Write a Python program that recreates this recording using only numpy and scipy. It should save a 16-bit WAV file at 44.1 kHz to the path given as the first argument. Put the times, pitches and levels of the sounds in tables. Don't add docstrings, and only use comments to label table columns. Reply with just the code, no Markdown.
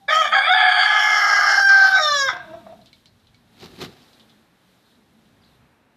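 import sys
import numpy as np
from scipy import signal
from scipy.fft import rfft, irfft, next_fast_len
from scipy.io import wavfile
from scipy.ndimage import uniform_filter1d, minimum_filter1d, map_coordinates

SR = 44100
rng = np.random.default_rng(int(sys.argv[2]) if len(sys.argv) > 2 else 0)


def how_loud(loudness_db):
    steps = np.asarray(loudness_db, float) / 20
    return 10 ** steps


def wav_record(signal):
    frames = np.transpose(np.atleast_2d(signal))
    bounded = np.clip(frames, -1, 1)
    quanta = np.round(bounded * 32767).astype(np.int16)
    wavfile.write(sys.argv[1], SR, quanta)


N = 262836
CROW_N = int(2.5 * SR)
SOIL_FROM_S = 3.5


def unit(x):
    return x / np.sqrt(np.mean(x ** 2) + 1e-20)


def along(points, hz):
    f, v = np.transpose(points)
    return np.interp(np.log(hz + 1), np.log(f + 1), v)


def curves(rows, n=N):
    s, *cols = np.transpose(rows)
    return [np.interp(np.arange(n) / SR, s, c) for c in cols]


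def gate(rows, fade, n=N):
    t = np.arange(n) / SR
    rise = np.clip((t - rows[0][0]) / fade, 0, 1)
    return rise * np.clip((rows[-1][0] - t) / fade + 1, 0, 1)


def wobble(rate, n=N):
    return map_coordinates(rng.standard_normal(6000), [np.arange(n) * min(rate, 900) / SR])


def peaks(hz, modes, order=2):
    gain = 0
    for c, w, db in modes:
        damping = (hz * w) ** 2
        gain = gain + how_loud(db) * (damping / ((c * c - hz * hz) ** 2 + damping + 1)) ** (order / 2)
    return gain


def noise(gain, n=N):
    m = next_fast_len(n)
    return unit(irfft(rfft(rng.standard_normal(m)) * gain(np.fft.rfftfreq(m, 1 / SR)), m)[:n])


def even(x, span):
    return x / np.sqrt(np.abs(uniform_filter1d(x * x, int(span * SR))) + 1e-12)


def tone(hz, jitter_hz, shimmer_db, rate):
    phase = 2 * np.pi * np.cumsum(hz + jitter_hz * wobble(rate)) / SR
    return unit(how_loud(shimmer_db * wobble(rate / 2)) * np.sin(phase))


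def swells(rows):
    t = np.arange(N) / SR
    return sum(db * np.exp(-((t - s) / wide) ** 2) for s, db, wide in rows)


def sing(rows, fade, jitter_hz, shimmer_db, rate):
    hz, db = curves(rows)
    return gate(rows, fade) * how_loud(db) * tone(hz, jitter_hz, shimmer_db, rate)


# t/s, length/s, f/Hz, level/dB
MACHINE_RUNS = [(0, 0.33, 209, -58), (1.723, .4, 200.5, -58.5), (2.302, .45, 202.5, -55),
                (3.503, 0.22, 230.6, -60), (4.046, 0.27, 222.1, -60), (4.471, 0.18, 186, -64.5),
                (4.794, 0.58, 225.4, -60.5)]
# f/Hz, density level/dB per Hz
WIND_SPECTRUM = [(21, -47), (35, -10.5), (80, -3), (129, 1), (162, -7), (200, -5), (260, -33), (440, -120)]
MURMUR_SPECTRUM = [(150, -30.5), (250, -4), (342, -11.5), (816, -12), (1200, -15), (1610, -15),
                   (2800, -20.5), (3640, -48), (6160, -120)]
HISS_SPECTRUM = [(1350, -36.5), (2300, -16.5), (3050, -1), (3940, 1.5), (4450, -4), (6650, -10.5),
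                 (8680, -11.5), (13400, -12), (14100, -13)]
# t/s, swell level/dB, width/s
GUSTS = [(.31, 4.7, 0.14), (1.458, 1.6, 0.091), (2.548, 7.8, 0.45), (3.821, 10, 0.182), (5.581, 5.65, 0.14)]
# t/s, level change/dB, width/s
BACKGROUND_SWELLS = [(2.6, 4, 0.26), (3.3, -3.5, 0.19), (3.75, 8.5, 0.22), (4.15, 6, 0.18), (4.85, 4, 0.29),
                     (5.45, 5, 0.21)]


def yard():
    idle_hz, idle_db = 229, -68
    runs = np.array([gate([(s,), (s + length,)], 0.2) for s, length, _, _ in MACHINE_RUNS])
    _, _, run_hz, run_db = np.transpose(MACHINE_RUNS)
    hz = idle_hz + (run_hz - idle_hz) @ (runs > 0)
    hum_db = idle_db + (run_db - idle_db) @ runs
    fuzz = noise(lambda f: peaks(f, [(196, 280, 0)]))
    hum = how_loud(hum_db) * (0.88 * tone(hz, 12, 3.1, 30) + 0.75 * fuzz)

    wind_db = -67.5 + swells(GUSTS) + 3.4 * wobble(3.4)
    wind = how_loud(wind_db) * noise(lambda f: how_loud(along(WIND_SPECTRUM, f)))

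    background_db = swells(BACKGROUND_SWELLS) - 2.5 * np.clip(np.arange(N) / SR - SOIL_FROM_S, 0, None)
    murmur_db = -63 + 0.42 * background_db + 1.5 * wobble(3.4)
    murmur = how_loud(murmur_db) * noise(lambda f: how_loud(along(MURMUR_SPECTRUM, f)))
    hiss_db = -66.5 + background_db + .8 * wobble(12)
    hiss = how_loud(hiss_db) * noise(lambda f: how_loud(along(HISS_SPECTRUM, f)))
    return wind + hum + murmur + hiss


# t/s, f/Hz, level/dB
FAR_HEN = [(0.0, 816, -68), (0.02, 773, -55), (0.059, 800, -59), (0.075, 825, -92)]
# t/s, f/Hz, level/dB
CHIRPS = [
    [(4.85, 4100, -73), (4.9, 3800, -69), (4.96, 3914, -69)],
    [(5.415, 4950, -61), (5.435, 3970, -63), (5.46, 4200, -68), (5.52, 3836, -69), (5.56, 3690, -74)],
]


def far_birds():
    hen = sing(FAR_HEN, 0.0058, 11, 3.0, 60)
    return hen + sum(sing(rows, .01, 300, 5, 500) for rows in CHIRPS)


# f/Hz, t60/s
SHED_DECAY = [(300, 0.17), (1600, 0.55), (5000, 0.08), (12000, 0.035)]


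def shed(x):
    hz, t, z = signal.stft(rng.standard_normal(SR // 2), SR, nperseg=256)
    decay = how_loud(-60 * t / along(SHED_DECAY, hz)[:, None])
    tail = signal.istft(z * decay, SR, nperseg=256)[1]
    return signal.fftconvolve(np.pad(x, (350, 0)), tail / np.linalg.norm(tail))[:N]


# delay t/s, level/dB
BOARDS = [(.0047, -16.5), (.011, -13.5), (.019, -12), (.028, -13)]


def boards(x):
    return sum(how_loud(db) * np.pad(x, (round(s * SR), 0))[:N] for s, db in BOARDS)


# t/s, feather level/dB, thud level/dB, hold/s
BLOWS = [
    (3.642, -44, -44.5, 0.018),
    (3.824, -34.5, -33.5, 0.0071),
]
# f/Hz, density level/dB per Hz
FEATHERS = [(410, -38), (700, 0), (1020, -8), (1330, -5.5), (1450, -7.5), (2510, -7), (3440, -6.5),
            (4000, -2), (6200, -17), (9500, -27), (14000, -23)]
GROUND = [(29, -49.5), (50, -17), (184, -0.5), (317, -3.5), (388, -2), (724, -22), (1010, -29),
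          (1200, -15.5), (1560, -58), (2640, -120)]


def flap():
    t = np.arange(N) / SR

    def blow(s, hold, fall_db_per_s):
        before = np.clip(s - hold / 2 - t, 0, 1)
        after = np.clip(t - s - hold / 2, 0, 1)
        return -457 * before - fall_db_per_s * after

    shuffle = gate([(3.5,), (4.02,)], 0.11)
    feather = how_loud(-58) * shuffle + sum(how_loud(db + blow(s, hold, 410)) for s, db, _, hold in BLOWS)
    body = how_loud(-59) * shuffle + sum(how_loud(db + blow(s, hold, 220)) for s, _, db, hold in BLOWS)
    grains = how_loud(2.2 * wobble(300) + 1.5 * wobble(60))
    rustle = unit(noise(lambda f: how_loud(along(FEATHERS, f))) * grains)
    thud = unit(noise(lambda f: how_loud(along(GROUND, f))) * how_loud(3.3 * wobble(48.5)))
    return feather * rustle + body * thud


# t/s, peak level/dB, ring f/Hz, low ring level/dB
CLAW_TOUCHES = [(2.8145, -43, 4080, -16), (2.8594, -35.5, 3840, -15), (2.8714, -40, 3487, -16),
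                (2.9647, -46, 3110, -16), (3.0574, -34.5, 4180, -4), (3.1961, -50.5, 4060, -17),
                (3.246, -49, 3570, -13), (3.2695, -42, 3550, -16), (3.6, -34, 3900, -17),
                (3.785, -47, 4000, -13), (4.0198, -42, 4630, -16), (4.0774, -43, 4020, -16),
                (4.1315, -40, 3955, -16), (4.1969, -37.5, 3500, -12), (4.2946, -40.5, 3610, -17),
                (5.253, -50, 3400, -15.5), (5.4256, -55, 3960, -16.5), (5.4595, -54, 4080, -16),
                (5.5204, -58, 3850, -16), (2.9297, -35, 3920, 7), (3.3443, -40.5, 4050, 2)]
# f/Hz, t60/s
PERCH_MODES = [(2250, 0.049), (3080, 0.027), (3530, 0.021), (4060, 0.045), (4600, 0.011), (5100, 0.0082)]


def claws():
    out, t = np.zeros(N + SR), np.arange(SR // 4) / SR
    for s, db, hz, low_db in CLAW_TOUCHES:
        on_soil = s > SOIL_FROM_S
        bar = 0
        for mode, t60 in PERCH_MODES:
            mode_db = -5 - 14 * abs(np.log2(mode / hz)) + (low_db + 6) * (mode < 2600) - 14 * on_soil
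            mode_db += 2.5 * rng.standard_normal()
            bar = bar + how_loud(mode_db - 60 * t / t60) * np.sin(2 * np.pi * mode * t)
        scratch = noise(lambda f: peaks(f, [(hz * 0.99, 1400, 0)]), len(t))
        scratch *= (.45 if on_soil else .3) * how_loud(-60 * t / 0.17)
        crack = noise(lambda f: peaks(f, [(4200, 2930, 0), (9010, 8200, -25)]), len(t))
        crack *= (.8 if db > -40 else .4) * how_loud(-60 * t / 0.0084)
        onset = 1 - np.exp(-t / 0.00023)
        out[round(s * SR):][:len(t)] += how_loud(db - 7.5) * (bar + scratch + crack) * onset
    return out[:N]


# t/s, peak level/dB, f/Hz, t60/s
GULPS = [
    (2.534, -23.5, 671, 0.13),
    (2.554, -44, 660, 0.087),
    (2.603, -38, 697, 0.097),
    (2.665, -27.5, 678, 0.07),
    (2.697, -40, 650, 0.085),
    (2.723, -31.5, 700, 0.06),
    (2.79, -42, 695, 0.054),
    (2.813, -47, 651, 0.09),
]


def gulps():
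    out, t = np.zeros(N), np.arange(SR // 8) / SR
    for s, db, hz, t60 in GULPS:
        ring = how_loud(-60 * t / t60) * np.sin(2 * np.pi * hz * t)
        puff = noise(lambda f: peaks(f, [(700, 580, 0)]), len(t)) * 0.49 * how_loud(-60 * t / 0.047)
        onset = 1 - np.exp(-t / (.01 if s < 2.65 else .0045))
        out[round(s * SR):][:len(t)] += how_loud(db) * (ring + puff) * onset
    return out


# t/s, f/Hz, level/dB
WHEEZE = [(2.33, 700, -34), (2.382, 711, -43), (2.44, 668.4, -47), (2.5, 628.3, -46.5), (2.56, 655, -47),
          (2.6, 660, -50.5), (2.73, 656.4, -46), (2.76, 631.5, -74), (2.88, 654, -76)]
# f/Hz, width/Hz, level/dB
GULLET = [(325, 57, 5), (945, 48, 15), (1190, 210, 2.5), (1532, 55, -5), (1914, 37, -1), (2300, 90, -2),
          (2640, 300, -5), (3650, 530, -1), (5610, 440, -15)]
# t/s, f/Hz, level/dB
CROAK = [[(2.47, 318 * k, db - 12), (2.56, 334 * k, db),
         (2.61, 330 * k, db - 12)] for k, db in enumerate([-43.5, -71, -58, -56.0], 1)]


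def wheeze():
    hz, tone_db = curves(WHEEZE)
    t = np.clip(np.arange(N) / SR - WHEEZE[0][0], 0, None)
    thinning = how_loud(-45.5 - 52 * t)
    gasp = how_loud(-24.5 - 60 * t / 0.037)
    flow = thinning + gasp + how_loud(tone_db - 19.5) * np.clip(t / 0.052, 0, 1) ** 2
    air = noise(lambda f: peaks(f, GULLET)) * how_loud(1.6 * wobble(29.6))
    note = how_loud(tone_db) * tone(hz, 18, 4, 120)
    croak = sum(sing(rows, 0.0058, 11, 3.0, 60) for rows in CROAK)
    return gate(WHEEZE, 0.0026) * (note + flow * air) + croak


# t/s, f/Hz, level/dB
LEAD_IN = [(.13, 687, -40.5), (.165, 732.5, -28), (.2, 695, -40), (.235, 700, -35), (.265, 742, -26.5),
           (.3, 723, -47.5)]
WHISTLE = [(.33, 766, -28.5), (.37, 769.5, -17.5), (.47, 769, -39.5), (.495, 740.4, -17), (.55, 742, -18),
           (.62, 746, -24.5), (.68, 745.7, -16), (.75, 738.7, -22), (.77, 738.5, -25), (.95, 757, -38),
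           (1.1, 755.6, -35.5), (1.25, 730.5, -38.5)]
# t/s, f/Hz, level/dB
PARTNERS = [
    [(.8, 1235, -36), (.93, 1233, -24.5), (1.1, 1217, -27.5), (1.28, 1230, -26.5), (1.45, 1216, -30),
     (1.58, 1200, -35)],
    [(.8, 2102, -33.5), (.92, 2085, -26.5), (1.1, 2085, -32), (1.25, 2055, -29), (1.4, 2024, -27.5),
     (1.5, 2124, -29.5), (1.59, 2094, -36.5)],
    [(1.93, 724, -37), (1.985, 710, -26), (2.02, 748, -35.5), (2.09, 750, -48)],
]


def second_membrane():
    return sum(sing(rows, 0.0058, 11, 3.0, 60) for rows in (WHISTLE, LEAD_IN, *PARTNERS))


# t/s, f/Hz, hoarseness 0-1, half-pitch level/dB
VOICE = [
    [(.07, 543, 0.95, -36), (.12, 613, 0.77, -44), (.2, 647, 0.48, -50.5), (.24, 598.3, 0.76, -35),
     (.31, 588, 0.8, -24)],
    [(.325, 613.5, 1, -26.5), (.347, 685.5, 0.9, -19), (.35, 545.5, 0.8, -24), (.41, 546.9, 1, -4),
     (.468, 597, 0.86, -26), (.476, 655, 0.7, -25.5), (.494, 672, .7, -25), (.503, 730, 0.5, -30),
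     (.536, 738, 0.45, -25)],
    [(.54, 861.6, 0.84, -12), (.7, 846.7, 1.13, -3.5), (.86, 846, 0.91, -8), (1.1, 846.3, 0.91, -7.5),
     (1.22, 819.6, 1, 1), (1.45, 805, 1.04, -3.5), (1.6, 791.7, 0.88, -12.5), (1.69, 788, .86, -12),
     (1.73, 784, .66, -18), (1.95, 770, .66, -22), (1.986, 762, .95, -22)],
    [(1.988, 626, .85, -35), (2.02, 616, .2, -48), (2.15, 574, .1, -55), (2.23, 543, .05, -58),
     (2.272, 534, .05, -58), (2.29, 504.6, 0.94, -10.5), (2.36, 525, 0.75, -41)],
]


def syrinx(squeeze, clearing):
    n = CROW_N
    hz, hoarse, half_db = curves(sum(VOICE, []), n)
    hoarse = hoarse * (1 - .62 * clearing)
    half_db = half_db - 28 * clearing
    breath_db = -30 + 41 * hoarse
    jitter_hz = 1.5 + 11.5 * hoarse * (1 - .6 * np.clip(squeeze, 0, 1))
    cycle = 2 * np.pi * np.cumsum(hz + jitter_hz * wobble(380, n)) / SR
    pulses = sum(np.cos(k * cycle + .4 * k * k) * (k * hz < 15000) for k in range(1, 29))
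    pulses *= 1 + how_loud(half_db + 2.5 * wobble(35, n)) * np.cos(cycle / 2 + 1.8)
    beat = 2 * np.pi * np.cumsum(92 + 30 * wobble(40, n)) / SR
    pulses *= 1 + np.clip(jitter_hz / 15 - .1 - .2 * squeeze, 0, .75) * np.cos(beat)
    breath = rng.standard_normal(n) * (1 + 0.89 * np.cos(cycle)) * how_loud(wobble(90, n))
    return pulses, breath, breath_db, jitter_hz


# f/Hz, width/Hz, level/dB
WINDPIPE = [(367, 100, -11.5), (556, 650, -16.5), (770, 210, 11.5)]


def windpipe_gain(f, opening):
    cut_hz = 580 - 260 * opening
    return peaks(f, WINDPIPE, order=3) * f ** 6 / (f ** 6 + cut_hz ** 6)


# low and main (f/Hz, width/Hz), then upper (width/Hz)
THROAT = [(1275, 270), (1620, 300), (330,)]
# t/s, main level/dB, low level/dB, upper level/dB
THROAT_LEAN = [(.08, 5, -8.5, 2), (.14, -4, -2, 7), (.22, -5, 1.5, 6), (.25, 0.5, 0.5, -1),
               (.33, 3.5, -4.5, -1), (.36, 4.5, -5, -5.5), (.42, 5, -0.5, -0.5), (.46, -7.5, -9, -1.5),
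               (.5, 4.5, -7.5, -4), (.55, -4, 2.5, 1.5), (.69, 6, -1.5, -2.5), (.74, -4, 0, -11),
               (.78, 7.5, 2.5, -0.5), (.88, 0.5, 0.5, -7), (1.02, -5.5, -0.5, -4), (1.3, -7.5, 1, -2),
               (1.5, 5.5, 0, -3), (1.65, 4, -1, 2), (1.71, -3, 3.5, 9), (1.8, 0.5, 1, 5.5),
               (1.88, 0.5, 4.5, 0), (1.95, -0.5, 7.5, -7), (2.0, -7.5, -2, 6), (2.09, -5.5, 1.5, 0),
               (2.16, 0, 8.5, -5), (2.22, -13, -14, -10), (2.27, 5, -9, -1), (2.29, 11, 11, 2.5)]


def throat_gain(f, at, opening, squeeze, jitter_hz):
    main_db, low_db, upper_db = [c[at] for c in curves(THROAT_LEAN)]
    low_db = low_db - 2.5 - 1.5 * squeeze
    upper_hz = 2250 - 130 * opening - 76 * squeeze
    upper_db = upper_db - 17.5 + 1.55 * jitter_hz - 3 * squeeze
    modes = [(*THROAT[0], low_db), (*THROAT[1], main_db), (upper_hz, *THROAT[2], upper_db)]
    pouch_hz = upper_hz + 300 - 130 * np.clip(opening, 0, 1) - 110 * squeeze
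    return peaks(f, modes, order=3) / (1 + (f / pouch_hz) ** 20)


def mouth_gain(f, mouth_hz, squeeze):
    modes = [(mouth_hz, 440, 0), (2800, 450, 32 * squeeze - 34), (3350, 2000, 30 * squeeze - 39)]
    return peaks(f, modes, order=3)


# f/Hz, width/Hz, level/dB
TONGUE = (4670, 540, -3.5)
# f/Hz, width/Hz, level/dB
BEHIND_BEAK = [(6590, 580, -6.5), (7310, 280, -11)]
# t/s, swell level/dB, width/s
BEHIND_SWELLS = [(.22, 10, 0.11), (.36, 5.5, 0.059), (2.15, -1.5, 0.13)]


def beak_gain(f, at, mouth_hz, wide, squeeze):
    shut = peaks(f, [(mouth_hz + 1310, 328, 6)], order=3)
    hz, width, db = TONGUE
    tongue = (hz - 450 * squeeze, width, db + 15 * squeeze - 12)
    gaping = peaks(f, [(5504 - 350 * squeeze, 710 + 420 * squeeze, 0), tongue], order=3)
    behind_db = -12.5 + 7 * wide - 9.5 * squeeze + swells(BEHIND_SWELLS)[at]
    behind = how_loud(behind_db) * peaks(f, BEHIND_BEAK, order=3)
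    return (1 - wide) * shut + wide * gaping + behind


def nostril_notch(f, opening, squeeze):
    depth = .9 * np.clip(1 - 3 * squeeze, 0, 1)
    return 1 - depth * peaks(f, [(4200 + 250 * opening, 170, 0)])


# f/Hz, width/Hz, level/dB
HIGHEST_BAND = [(8100, 630, -2), (9110, 1600, -2), (10540, 1300, -6), (11520, 1400, -12), (12500, 2000, -9)]


def highest_gain(f, wide):
    return peaks(f, HIGHEST_BAND, order=3) * (8500 / (f + 500)) ** (1.8 - 4.4 * wide)


# t/s, level/dB
EFFORT = [
    [(.079, -30.5), (.086, -21), (.11, -15.5), (.17, -19), (.205, -19.5), (.222, -15.5), (.238, -24),
     (.26, -19.5), (.31, -39.5), (.32, -27)],
    [(0.322, -21), (0.332, -13.5), (.36, -15), (.375, -19.5), (0.388, -14), (0.398, -23), (0.45, -19),
     (0.486, -18), (0.516, -17.5), (0.55, -17)],
    [(0.555, -18.5), (0.589, -17), (1.325, -17.5), (1.637, -14), (1.661, -11.5), (1.692, -10.5),
     (1.715, -13.5), (1.745, -13), (1.76, -11.5), (1.88, -7), (1.895, -14), (1.95, -16), (1.97, -16.5)],
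    [(1.995, -23), (2.025, -21.5), (2.23, -21), (2.27, -22), (2.285, -17), (2.31, -25), (2.349, -54.5),
     (2.37, -31)],
]
# t/s, level change/dB, width/s
WINDPIPE_SWELLS = [(.5, 3, 0.0047), (.6, 5.5, 0.058), (1.05, 1.5, 0.14), (1.75, -0.5, .04),
                   (1.99, 7, 0.038), (2.1, 4, 0.047), (2.31, -5, 0.023), (2.37, 4.5, 0.06)]
# t/s, swell level/dB, width/s
MOUTH_SWELLS = [(.2, 1.5, 0.013), (.47, 4, 0.036), (.6, 1.5, 0.051), (.75, -3.5, 0.03), (1.66, 3, 0.03),
                (1.94, 3.5, 0.066), (2.16, 3.5, 0.046), (2.24, -8.5, 0.016), (2.32, 7, 0.013)]
BEAK_SWELLS = [(.155, 7.5, 0.01), (.66, 5, 0.099), (.82, 12.5, 0.041), (1.66, -1.5, 0.014),
               (1.72, 1, 0.025), (1.8, -2.5, 0.075), (1.93, -2, 0.044), (2.03, 2.5, 0.02), (2.2, 7, 0.051)]
HIGHEST_SWELLS = [(.2, 2, 0.16), (.7, -0.5, 0.11), (1.3, 1, 0.22), (1.8, -2, 0.14), (2.15, -2.5, 0.1)]


def tract_levels(opening, squeeze, clearing):
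    n = CROW_N
    throat_db, = curves(sum(EFFORT, []), n)

    def flutter():
        return 1.5 * wobble(18, n)

    windpipe_db = 0.7 * throat_db - 16.5 - 3.5 * squeeze - 7 * clearing + swells(WINDPIPE_SWELLS)[:n] + flutter()
    mouth_db = throat_db - 5 - 28.5 * squeeze - 5 * clearing + swells(MOUTH_SWELLS)[:n] + flutter()
    beak_db = throat_db - 20.5 + 13.5 * opening ** 2 - 7 * squeeze - 6 * clearing
    beak_db += swells(BEAK_SWELLS)[:n] + flutter()
    highest_db = 0.68 * throat_db + 0.26 * beak_db - 4 * squeeze + swells(HIGHEST_SWELLS)[:n]
    highest_db = uniform_filter1d(highest_db, size=5000) - 31
    return [windpipe_db, throat_db, mouth_db, beak_db, highest_db]


# t/s, mouth f/Hz, beak opening 0-1, neck squeeze 0-1
POSTURE = [
    [(.085, 3650, 0.16, 0.26), (.125, 3160, 0.49, 0.22), (.29, 3260, 0.42, 0)],
    [(.34, 3290, 0, 0.2), (.52, 3444, 0, 0.08)],
    [(.58, 3372, 0.1, 0.09), (.81, 3250, 0.05, 0.05), (1.03, 3140, 0.6, 0.18), (1.2, 3107, 1, 0.44),
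     (1.5, 3044, 0.98, 0.6), (1.66, 3040, 0.95, 0.7), (1.88, 3480, 0.65, 1)],
    [(2.02, 3904, 1.01, 0), (2.27, 3490, 0.84, 0.15), (2.35, 3500, 0.66, 0.37)],
]


def crow():
    n = CROW_N
    mouth_hz, opening, squeeze = curves(sum(POSTURE, []), n)
    clear_from, clear_to = 1.605, 1.67
    clear_points = [(clear_from, 0), (clear_from + .05, 1), (clear_to, 1), (clear_to + .028, 0)]
    clearing = np.clip(curves(clear_points, n)[0], 0, 1) ** .5
    pulses, breath, breath_db, jitter_hz = syrinx(squeeze, clearing)

    f, t, z = signal.stft([pulses, breath], SR, nperseg=1024, noverlap=832)
    f, at = f[:, None], np.minimum((t * SR).astype(int), n - 1)
    mouth_at, open_at, squeeze_at, jitter_at = [c[at] for c in (mouth_hz, opening, squeeze, jitter_hz)]
    patches = uniform_filter1d(rng.standard_normal(z.shape[1:]), size=9, axis=0)
    patches = uniform_filter1d(patches, size=3, axis=1)
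    z[0] *= how_loud((np.clip(f / 1000, 1, 4.5) + .12 * jitter_at) * unit(patches))

    wide = np.clip(2 * open_at - .2, 0, 1)
    notch = nostril_notch(f, open_at, squeeze_at)
    gains = [windpipe_gain(f, open_at),
             throat_gain(f, at, open_at, squeeze_at, jitter_at),
             notch * mouth_gain(f, mouth_at, squeeze_at),
             notch * beak_gain(f, at, mouth_at, wide, squeeze_at),
             highest_gain(f, wide)]
    extra_breath_db = [-8 + 4 * squeeze ** 3 - 6 * clearing,
                       -12 - 2 * squeeze ** 2,
                       10 * squeeze - 4 - 11 * clearing,
                       2 + 9 * squeeze - 15 * clearing,
                       16]
    out = np.zeros(n)
    for gain, level_db, extra_db in zip(gains, tract_levels(opening, squeeze, clearing), extra_breath_db):
        voiced, air = signal.istft(z * gain, SR, nperseg=1024, noverlap=832)[1][:, :n]
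        share = 1 / (1 + how_loud(-2 * (breath_db + extra_db)))
        out += how_loud(level_db) * (np.sqrt(1 - share) * even(voiced, 0.039) + np.sqrt(share) * even(air, 0.042))
    return np.pad(out * gate(sum(EFFORT, []), .004, n), (0, N - n))


def scene():
    bird = crow() + second_membrane() + far_birds() + wheeze() + gulps()
    feet = claws() + flap()
    walls = how_loud(-17) * shed(bird) + boards(bird)
    return (bird + walls + feet + how_loud(-23.5) * shed(feet) + yard())[None]


def drop_masked(x, under_db, wide):
    hz, t, z = signal.stft(x, SR, nperseg=1024, noverlap=512)
    power = uniform_filter1d(np.abs(z) ** 2, size=3, axis=1)
    band = np.arange(len(hz)) // wide
    mean = np.array([power[band == b].mean(0) for b in range(band[-1] + 1)])
    luck = uniform_filter1d(rng.standard_normal(mean.shape), size=9, axis=1)
    audible = mean * how_loud(24 * luck) > power.sum(0) * how_loud(2 * under_db)
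    kept = audible[band] | (hz[:, None] < 1900)
    return signal.istft(z * kept * (hz[:, None] < 14000), SR, nperseg=1024, noverlap=512)[1][:N]


def top_cut(x):
    return signal.sosfilt(signal.butter(12, 14250, fs=SR, output="sos"), x)


def record(dry):
    need = minimum_filter1d(np.minimum(1, .66 / (np.abs(dry) + 1e-9)), size=220, axis=1)
    held = dry * uniform_filter1d(need, size=200, axis=1)
    mix = drop_masked(held[0], under_db=-59, wide=5)[None]
    return top_cut(mix)


dry = scene()
out = record(dry)
wav_record(out)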